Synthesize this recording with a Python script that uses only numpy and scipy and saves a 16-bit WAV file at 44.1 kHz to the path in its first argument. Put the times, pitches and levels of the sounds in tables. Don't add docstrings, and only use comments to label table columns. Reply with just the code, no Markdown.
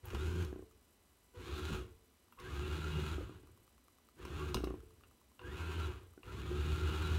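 import sys
import numpy as np
from scipy import signal
from scipy.fft import rfft, irfft, next_fast_len
from scipy.io import wavfile
from scipy.ndimage import uniform_filter1d

SR = 44100
rng = np.random.default_rng(int(sys.argv[2]) if len(sys.argv) > 2 else 0)


def transcribe(signal):
    frames = np.atleast_2d(signal).T
    limited = np.clip(frames, -1, 1)
    pcm = np.round(limited * 32767).astype(np.int16)
    wavfile.write(sys.argv[1], SR, pcm)


N = 316638
TIME = np.arange(N) / SR


def undb(db):
    return 10 ** (np.asarray(db) / 20)


def unit(x):
    return x / np.sqrt(np.mean(x ** 2))


def add(out, start_s, x):
    i = max(int(start_s * SR), 0)
    out[i:i + len(x)] += x[:N - i]


def walk(rate_hz):
    points = rng.standard_normal(4096)
    return 1.2 * np.interp(TIME * rate_hz, np.arange(len(points)), points)


def colour(x, points, lifts=()):
    size = 2 * next_fast_len(len(x) // 2 + 2048)
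    f_hz = np.maximum(np.arange(size // 2 + 1) * SR / size, 1)
    hz, db = np.transpose(points)
    octaves_outside = np.maximum(np.log2(hz[0] / f_hz), 0) + np.maximum(np.log2(f_hz / hz[-1]), 0)
    gain_db = np.interp(np.log(f_hz), np.log(hz), db) - 24 * np.minimum(octaves_outside, 2)
    for centre_hz, width_hz, lift_db in lifts:
        gain_db = gain_db + lift_db / (1 + (2 * (f_hz - centre_hz) / width_hz) ** 2)
    cepstrum = irfft(np.log(undb(gain_db)))
    cepstrum[1:size // 2] *= 2
    cepstrum[size // 2 + 1:] = 0
    return irfft(rfft(x, size) * np.exp(rfft(cepstrum)))[:len(x)]


def fade(t, t60_s):
    return np.exp(-np.log(1000) * t / t60_s)


def ring(modes, detune):
    t = TIME[:SR // 5]
    y = np.zeros(len(t))
    for hz, t60_s, db in modes:
        struck_hz = hz * (1 + detune * rng.standard_normal())
        y += undb(db) * fade(t, t60_s) * np.sin(2 * np.pi * struck_hz * t)
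    return y / np.abs(y).max()


# freq_hz, gain_db
HUSH_SPECTRUM = [(15, -68), (25, -25), (43, -6.5), (64, 3), (116, -12.5), (192, -11.5), (231, -6.5),
                 (482, -14.5), (936, -19), (1180, -18), (1620, -22), (2000, -24), (2190, -22),
                 (6000, -27.5), (7800, -43), (13200, -120)]
HUSH_RMS_DB = -70.9


def room_hush():
    return undb(HUSH_RMS_DB) * unit(colour(rng.standard_normal(N), HUSH_SPECTRUM))


# freq_hz, gain_db
HISS_SPECTRUM = [(4500, -27), (6000, -11), (7300, -2.5), (8300, 3), (9400, -4), (10300, -3), (11300, 2.5),
                 (12400, -2.5), (14300, -6), (15700, -4)]
HISS_RMS_DB = -77.5


def electrical_hiss():
    flicker = undb(2.2 * walk(220))
    return undb(HISS_RMS_DB) * unit(colour(rng.standard_normal(N) * flicker, HISS_SPECTRUM))


# multiple_of_whine_hz, rms_db
WHINE_PARTIALS = [(1, -90.5), (2, -91), (3, -90), (4, -91), (5, -95), (6, -92), (7, -93), (8, -103),
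                  (9, -101), (10, -93.5), (11, -112), (12, -99), (13, -99), (14, -99)]
WHINE_HZ = 994.35


def electrical_whine():
    out = np.zeros(N)
    for k, rms_db in WHINE_PARTIALS:
        out += undb(rms_db) * np.sin(2 * np.pi * (round(k) * WHINE_HZ * TIME + rng.random()))
    return np.sqrt(2) * out


# gear_db, treble_db, shake_db, drone_db, chassis_db
BURSTS = [(0.026, 0.437, 86.84, -0.5, 0.33, -61, -25, 1, -2.5, 1, 5, -4.5, 0),
          (1.336, 1.76, 79.91, 5, 0.28, -55, 12, -5, -1, 2.5, -0.5, -3.5, 1),
          (2.376, 3.14, 78.53, -5, .56, -59, 2, 1, -0.1, 1.5, 3, 2, -.5),
          (4.161, 4.46, 79.85, 0, 0.75, -69, 12, -1, -2.5, -1.5, 3, 1, 1),
          (5.39, 5.87, 86.74, -35, .36, -57.5, 25, 0.5, -1.5, -1.5, 1, -6, -1.5),
          (6.229, 7.18, 76.62, 6.5, .4, -60.5, 8, 2, .4, 2, 6.5, 4, 1.5)]
# middle_s, half_length_s, lift_db
DRONE_SWELLS = [(0.363, 0.019, 7.5), (1.73, 0.013, 9.5), (2.982, 0.083, 8)]
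# relative_db at CRUISE_HZ, rise_db_per_doubling,
# extra_fall_db per coast_s, share of swell_db_per_s
GEAR_LAW = (-49, 12.5, 26, 0.46)
TREBLE_LAW = (-61, 12, 32, 0.44)
SHAKE_LAW = (-44, 16, 12, 0.5)
DRONE_LAW = (-47.5, 25.5, 8, 0.16)
CHASSIS_LAW = (-55, 12, 15.5, 0.14)
KICK_HZ, CRUISE_HZ = 35.07, 78
SPIN_UP_S, ATTACK_S = .115, 0.011
THROB_HZ = 7.84


def controls():
    laws = GEAR_LAW, TREBLE_LAW, SHAKE_LAW, DRONE_LAW, CHASSIS_LAW
    speed_hz, gains = np.full(N, 1. * KICK_HZ), np.zeros((len(laws), N))
    drone_lift_db = sum(db * np.exp(-((TIME - s) / half_s) ** 2) for s, half_s, db in DRONE_SWELLS)
    for on_s, off_s, aim_hz, drift, coast_s, _, swell, throb_db, *trims_db in BURSTS:
        driven_s = np.clip(TIME - on_s, 0, off_s - on_s)
        from_middle_s = driven_s - (off_s - on_s) / 2
        coasted = np.clip((TIME - off_s) / coast_s, 0, 3)
        target_hz = aim_hz + drift * from_middle_s
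        driven_hz = target_hz + (KICK_HZ - target_hz) * np.exp(-driven_s / SPIN_UP_S)
        hz = driven_hz * np.exp(-coasted)
        speed_hz = np.where(TIME >= on_s, hz, speed_hz)
        doublings = np.log2(hz / CRUISE_HZ)
        levels_db = []
        for (db, rise, fall, share), trim_db in zip(laws, trims_db):
            motion_db = rise * doublings - fall * coasted
            levels_db.append(db + trim_db + motion_db + share * swell * from_middle_s)
        levels_db[2] = levels_db[2] + throb_db * np.cos(2 * np.pi * THROB_HZ * driven_s)
        levels_db[3] = levels_db[3] + drone_lift_db
        turning = (1 - np.exp(-driven_s / ATTACK_S)) * np.clip(3 - coasted, 0, 1)
        gains += turning * undb(levels_db)
    return speed_hz, gains


CHOPPER_HZ = 490
WHINE_RISE_S, WHINE_FADE_S = 0.024, 0.082


def drive_whine():
    envelope, t = np.zeros(N), TIME[:SR // 2]
    for on_s, _, _, _, _, db, *_ in BURSTS:
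        add(envelope, on_s, undb(db) * (1 - np.exp(-t / WHINE_RISE_S)) * np.exp(-t / WHINE_FADE_S))
    partials_db = [2.0, -0.5, -8.5, -11.5, -49, -17, -32, -40]
    phase = 2 * np.pi * CHOPPER_HZ * TIME
    tone = np.zeros(N)
    for k, db in enumerate(partials_db, start=1):
        tone += undb(db + 3.5 * walk(70)) * np.sin(k * phase + .7 * walk(60))
    return envelope * tone


def teeth(turns, count, wear_db, scatter_db, spacing, backlash):
    own, chance = rng.standard_normal((2, count)), rng.standard_normal((20000, 2))
    k = np.arange(int(turns[-1] * count))
    tooth = k % count
    place_turns = (k + spacing * own[0, tooth] + backlash * chance[k, 0]) / count
    at = np.interp(place_turns, turns, np.arange(N))
    own_size = unit(own[1] - own[1].mean())
    size = undb(wear_db * own_size[tooth] + scatter_db * chance[k, 1])
    size *= (at > 0) & (at < N - 1)
    taps = at.astype(int)[:, None] + np.arange(-3, 5)
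    weights = size[:, None] * np.sinc(taps - at[:, None])
    pulses = np.bincount(np.clip(taps, 0, N - 1).ravel(), weights.ravel(), N)
    return unit(pulses - uniform_filter1d(pulses, size=600))


# freq_hz, gain_db
GEARBOX_RESPONSE = [(350, -40.5), (600, -2.5), (766, -2.5), (966, 4), (1080, 2.5), (1450, 2.5), (1830, -9),
                    (2720, 0.5), (3160, -4), (3870, -3.5), (5080, -20), (7040, -20.5), (7640, -23),
                    (13000, -27), (15500, -32)]
# centre_hz, width_hz, lift_db
HOUSING_LIFTS = [(1203, 84, 1.5), (1604, 360, 4.5), (2730, 71, -4.5), (3450, 140, 1.5), (3770, 370, -2.5),
                 (6970, 500, 3), (9350, 600, 1), (12900, 600, -0.5)]


def gearbox(turns, gear, treble):
    mesh = teeth(turns, count=18, wear_db=2.5, scatter_db=3.5, spacing=0.22, backlash=0.084)
    sliding = unit(rng.standard_normal(N) * (1 + 0.46 * np.sin(2 * np.pi * turns)))
    chatter = colour((mesh + sliding / 3) * undb(1.5 * walk(45)), GEARBOX_RESPONSE, HOUSING_LIFTS)
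    highpass = signal.butter(6, 4700, "high", fs=SR, output="sos")
    bright = signal.sosfiltfilt(highpass, chatter)
    return undb(-1.45) * gear * unit(chatter - bright) + undb(-3.5) * treble * unit(bright)


# time_s, rasp_lift_db
FACING_LIFT = [(0, -5.5), (1.35, -1), (1.55, 6), (1.8, -1.5), (2.4, 0), (3.0, 0), (4.3, -2.5), (5.7, -6),
               (6.4, 1), (7.18, 0.5)]


def facing(x):
    bandpass = signal.butter(1, [3400, 4400], "band", fs=SR, output="sos")
    rasp = signal.sosfilt(bandpass, x)
    lift_db = np.interp(TIME, *np.transpose(FACING_LIFT))
    return x + (undb(lift_db) - 1) * rasp


# multiple_of_turn_rate, relative_db, extra_db at full torque
MESH_TONES = [(17.27, -1, -17), (18.4, -31, 17), (26.32, -20, 4), (33.15, -8.5, -12), (36.84, -3, -6),
              (49.43, -9, 6)]
# centre_hz, width_hz, lift_db
WHINE_LIFTS = [(1130, 120, 3.5), (1740, 260, 8.5), (2780, 280, 3)]


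def gear_whine(hz, turns):
    acceleration_hz_per_s = uniform_filter1d(np.gradient(hz), size=1500) * SR
    torque = np.clip(acceleration_hz_per_s / 260, 0, 1)
    slack = np.clip(-acceleration_hz_per_s / 130, 0, .7)
    wobble_turns = turns + 0.013 * walk(110)
    tones = np.zeros(N)
    for k, db, extra_db in MESH_TONES:
        level_db = db + extra_db * torque + 4.4 * walk(25)
        tones += undb(level_db) * np.sin(2 * np.pi * k * wobble_turns)
    tones = tones * np.clip(hz / 68, 0, 1) ** 2 * (1 - slack)
    body = [(600, -17), (950, -6), (1400, -9), (1900, -3.5), (2700, -13.0), (4500, -7)]
    return colour(tones, body, WHINE_LIFTS)


# freq_hz, gain_db
TABLE_RESPONSE = [(26, -39), (39, -10.5), (55, 1), (75, 0), (98, 5), (118, -2), (150, -19)]
# freq_hz, gain_db
DECK_RESPONSE = [(105, -7), (130, 1.5), (158, 4), (185, -7), (240, -9.5)]


def shaking(hz, turns, shake, drone):
    hum_share = np.clip(0.66 * (hz / 76) ** 4, 0, .8) * np.clip(1 - (hz - 81) / 8, .1, 1)
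    out = np.zeros(N)
    for k, gain, body in ((1, shake, TABLE_RESPONSE), (2, drone, DECK_RESPONSE)):
        hum = unit(undb(1.5 * walk(20)) * np.sin(2 * np.pi * k * turns))
        rumble = unit(colour(rng.standard_normal(N), body))
        out += gain * (np.sqrt(hum_share) * hum + np.sqrt(1 - hum_share) * rumble)
    return undb(-2.06) * out


# freq_hz, gain_db
PLATE_RESPONSE = [(160, -22.5), (205, -9), (250, -6), (285, -7), (322, -1), (366, 3.5), (395, -6.5),
                  (430, -3), (485, -11), (560, -18), (750, -29), (1200, -31)]
# multiple_of_turn_rate, relative_db
PLATE_OVERTONES = [(3, -1.5), (4, -2.5), (5, -3.5), (6, -12.5)]


def plate(hz, turns, chassis):
    thumps = teeth(turns * .97, count=5, wear_db=0.0, scatter_db=6, spacing=0.1, backlash=0.23)
    overtones = np.zeros(N)
    for k, db in PLATE_OVERTONES:
        overtones += undb(db + 2 * walk(13)) * np.sin(2 * np.pi * (k * turns + rng.random()))
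    hum = unit(colour(unit(overtones), PLATE_RESPONSE))
    buzz = unit(colour(thumps + 0.79 * rng.standard_normal(N), PLATE_RESPONSE))
    hum_share = np.clip(0.21 * (hz / 76) ** 4, 0, .36)
    return undb(4.0) * chassis * (np.sqrt(1 - hum_share) * buzz + np.sqrt(hum_share) * hum)


# middle_s, pitch_hz (at the middle), glide_hz_per_s, length_s, relative_db
GEAR_SQUEALS = [(0.064, 890, 1470, 0.039, -55), (1.535, 1154, 1200, 0.15, -57),
                (2.395, 1080, 1490, 0.049, -52), (2.471, 1640, 3500, 0.068, -52),
                (4.415, 1126, 500.5, 0.073, -47), (5.462, 1630, 2492, 0.092, -53),
                (6.3, 1337, 1003, 0.053, -51)]


def squeals():
    out = np.zeros(N)
    for middle_s, pitch_hz, glide, length_s, db in GEAR_SQUEALS:
        t = TIME[:int(length_s * SR)] - length_s / 2
        rough = np.interp(t, np.arange(-.2, .2, .004), rng.standard_normal(100))
        tone = np.sin(2 * np.pi * (pitch_hz * t + glide * t ** 2 / 2) + 1.13 * rough)
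        add(out, middle_s - length_s / 2, undb(db - 1.5) * np.cos(np.pi * t / length_s) * tone)
    return out


# start_s, body_db, ring_db, snap_db (relative; 0.9-3.5, 3.5-10, 10-15 kHz)
CLICK_EVENTS = [(.0553, -63, -77, -51), (0.1032, -50, -57, -65), (0.1474, -42.5, -53, -63),
                (0.4484, -65, -55, -59), (2.324, -56.5, -84, -64), (2.388, -56.5, -80, -76),
                (2.4, -61, -57, -65), (4.2516, -46.5, -55, -61), (4.544, -34.5, -36, -46),
                (4.5695, -40.5, -67, -72), (4.642, -47, -49.5, -56), (4.672, -50, -77, -78),
                (5.0362, -58.5, -111, -75), (5.393, -50.5, -85, -81), (5.415, -55, -84, -77),
                (6.2317, -52.5, -95, -81)]
# freq_hz, gain_db
CLICK_SPECTRA = [
    [(500, -22), (1000, -11), (1350, -8.5), (1900, -20.5), (2800, -9), (3300, -23), (4500, -30)],
    [(2800, -12), (3800, 12), (4800, 0), (5550, 11), (6300, 3.5), (6900, -9), (8000, 0), (9600, 2),
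     (11500, -34)],
    [(8500, -10), (10700, -5), (12000, 11), (13500, -8), (16000, 5)],
]
# centre_hz, width_hz, lift_db
FITTING_LIFTS = [(980, 170, 6.5), (2970, 170, -2.5), (5850, 270, -6.5), (6500, 520, 5), (10200, 320, 0)]


def clicks():
    out, t = np.zeros(N), TIME[:SR // 8]
    envelope = fade(t, 0.017) + 0.08 * fade(t, 0.35)
    for start_s, *levels_db in CLICK_EVENTS:
        for db, spectrum in zip(levels_db, CLICK_SPECTRA):
            crack = colour(rng.standard_normal(len(t)) * envelope, spectrum, FITTING_LIFTS)
            add(out, start_s, undb(db - 15.5) * unit(crack))
    return out


# time_s, relative_db
CHASSIS_JOLTS = [(.135, -39.5), (.28, -44), (1.707, -44), (1.722, -38), (1.749, -40.5), (1.767, -45),
                 (3.21, -43.5), (4.554, -31), (4.578, -36.5), (4.69, -44)]
# freq_hz, t60_s, level_db
JOLT_MODES = [(54, 0.87, -6), (116, 0.063, 3.5), (263.5, 0.089, 1), (362, 0.022, 12.5), (454, 0.066, -14)]
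TYRE_GIVE_S = 0.0023


def jolts():
    out, t = np.zeros(N), TIME[:SR // 5]
    give = 1 - np.exp(-t / TYRE_GIVE_S)
    for time_s, db in CHASSIS_JOLTS:
        add(out, time_s - 0.002, undb(db + 14) * give * ring(JOLT_MODES, 0.15))
    return out


# start_s, first_bounce_db (relative), rattle_re_thud_db (relative), bounce_count, bounce_rate_hz
CASTER_KNOCKS = [(.526, -39, -30, 4, 30.9), (3.18, -37, -22, 1, 30), (3.293, -44, -20, 1, 30),
                 (3.432, -55, -25, 2, 17), (4.603, -38, -24, 1, 30), (4.636, -30, -25, 4, 29.3),
                 (6.175, -48.5, -20, 1, 30)]
# freq_hz, t60_s, level_db
THUD_MODES = [(313, 0.14, -7.5), (357, 0.021, 10.5), (460, 0.013, -17), (610, 0.016, -4)]
# freq_hz, t60_s, level_db
RATTLE_MODES = [(930, 0.21, 6), (1270, 0.033, 30), (1650, 0.045, -10), (2710, 0.012, -22)]
BOUNCE_LOSS_DB = 2.5
PLATE_DELAY_S, CONTACT_S = 0.00184, 0.00064


def bounces():
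    out, t = np.zeros(N), TIME[:SR // 5]
    contact = 1 - np.exp(-t / CONTACT_S)
    for start_s, db, rattle_db, count, rate_hz in CASTER_KNOCKS:
        for k in range(round(count)):
            thud = ring(THUD_MODES, 0.037) + undb(rattle_db + 6) * ring(RATTLE_MODES, 0.14)
            gain = undb(db + 7.5 - k * BOUNCE_LOSS_DB)
            add(out, start_s + k / rate_hz + PLATE_DELAY_S, gain * contact * thud)
    return out


# start_s, end_s
SPELLS = [(0.7114, .76), (3.473, 6.19)]
TICK_GAP_S = .10243
TICK_DB, STRAY_TICK_DB, TICK_SCATTER_DB = -59.5, -65, 1.5


def ticks(stray_count):
    out, t = np.zeros(N), TIME[:SR // 5]
    regular = [(s, TICK_DB) for start_s, end_s in SPELLS for s in np.arange(start_s, end_s, TICK_GAP_S)]
    strays = [(s, STRAY_TICK_DB) for s in TIME[-1] * rng.random(stray_count)]
    for start_s, db in strays + regular:
        crackle = 0.79 * rng.standard_normal(len(t)) * fade(t, 0.0087)
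        gain = undb(db + TICK_SCATTER_DB * rng.standard_normal())
        add(out, start_s, gain * (ring([(1148, 0.023, 0)], 0.047) + crackle))
    return out


def room(x):
    t = TIME[:SR]
    tail_noise = rng.standard_normal(len(t)) * fade(t, 0.13) * (t > .002)
    tail = colour(tail_noise, [(60, -8.5), (200, -6), (500, -4.0), (3000, -5.5), (16000, -7.5)])
    linger_noise = rng.standard_normal(len(t)) * fade(t, 1.15) * (t > .02)
    linger = colour(linger_noise, [(370, -11.5), (415, -7.5), (448, 6.5), (485, -29.5)])
    response = undb(-10) * tail / np.sqrt(np.sum(tail ** 2))
    response += undb(-38.5) * linger / np.sqrt(np.sum(linger ** 2))
    return x + signal.fftconvolve(x, response)[:N]


def scene():
    background = room_hush() + electrical_hiss() + electrical_whine() + ticks(stray_count=14)
    hz, (gear, treble, shake, drone, chassis) = controls()
    near_turns = np.cumsum(hz * (1 + .008 * walk(22))) / SR
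    far_turns = np.cumsum(hz * (1.04 + .025 * walk(3) + .007 * walk(22))) / SR
    near_gears = undb(-4.5) * gearbox(near_turns, gear, treble)
    far_gears = undb(-6.0) * gearbox(far_turns, gear, treble)
    gears = facing(near_gears + far_gears)
    whines = drive_whine() + undb(0.5) * gear * gear_whine(hz, near_turns) + squeals()
    body = shaking(hz, near_turns, shake, drone) + plate(hz, near_turns, chassis)
    knocks = clicks() + jolts() + bounces()
    return (room(gears + whines + body + knocks) + background)[None]


TOP_HZ = 15750


def record(dry):
    return signal.sosfilt(signal.ellip(10, .2, 70, TOP_HZ, fs=SR, output="sos"), dry)


dry = scene()
out = record(dry)
transcribe(out)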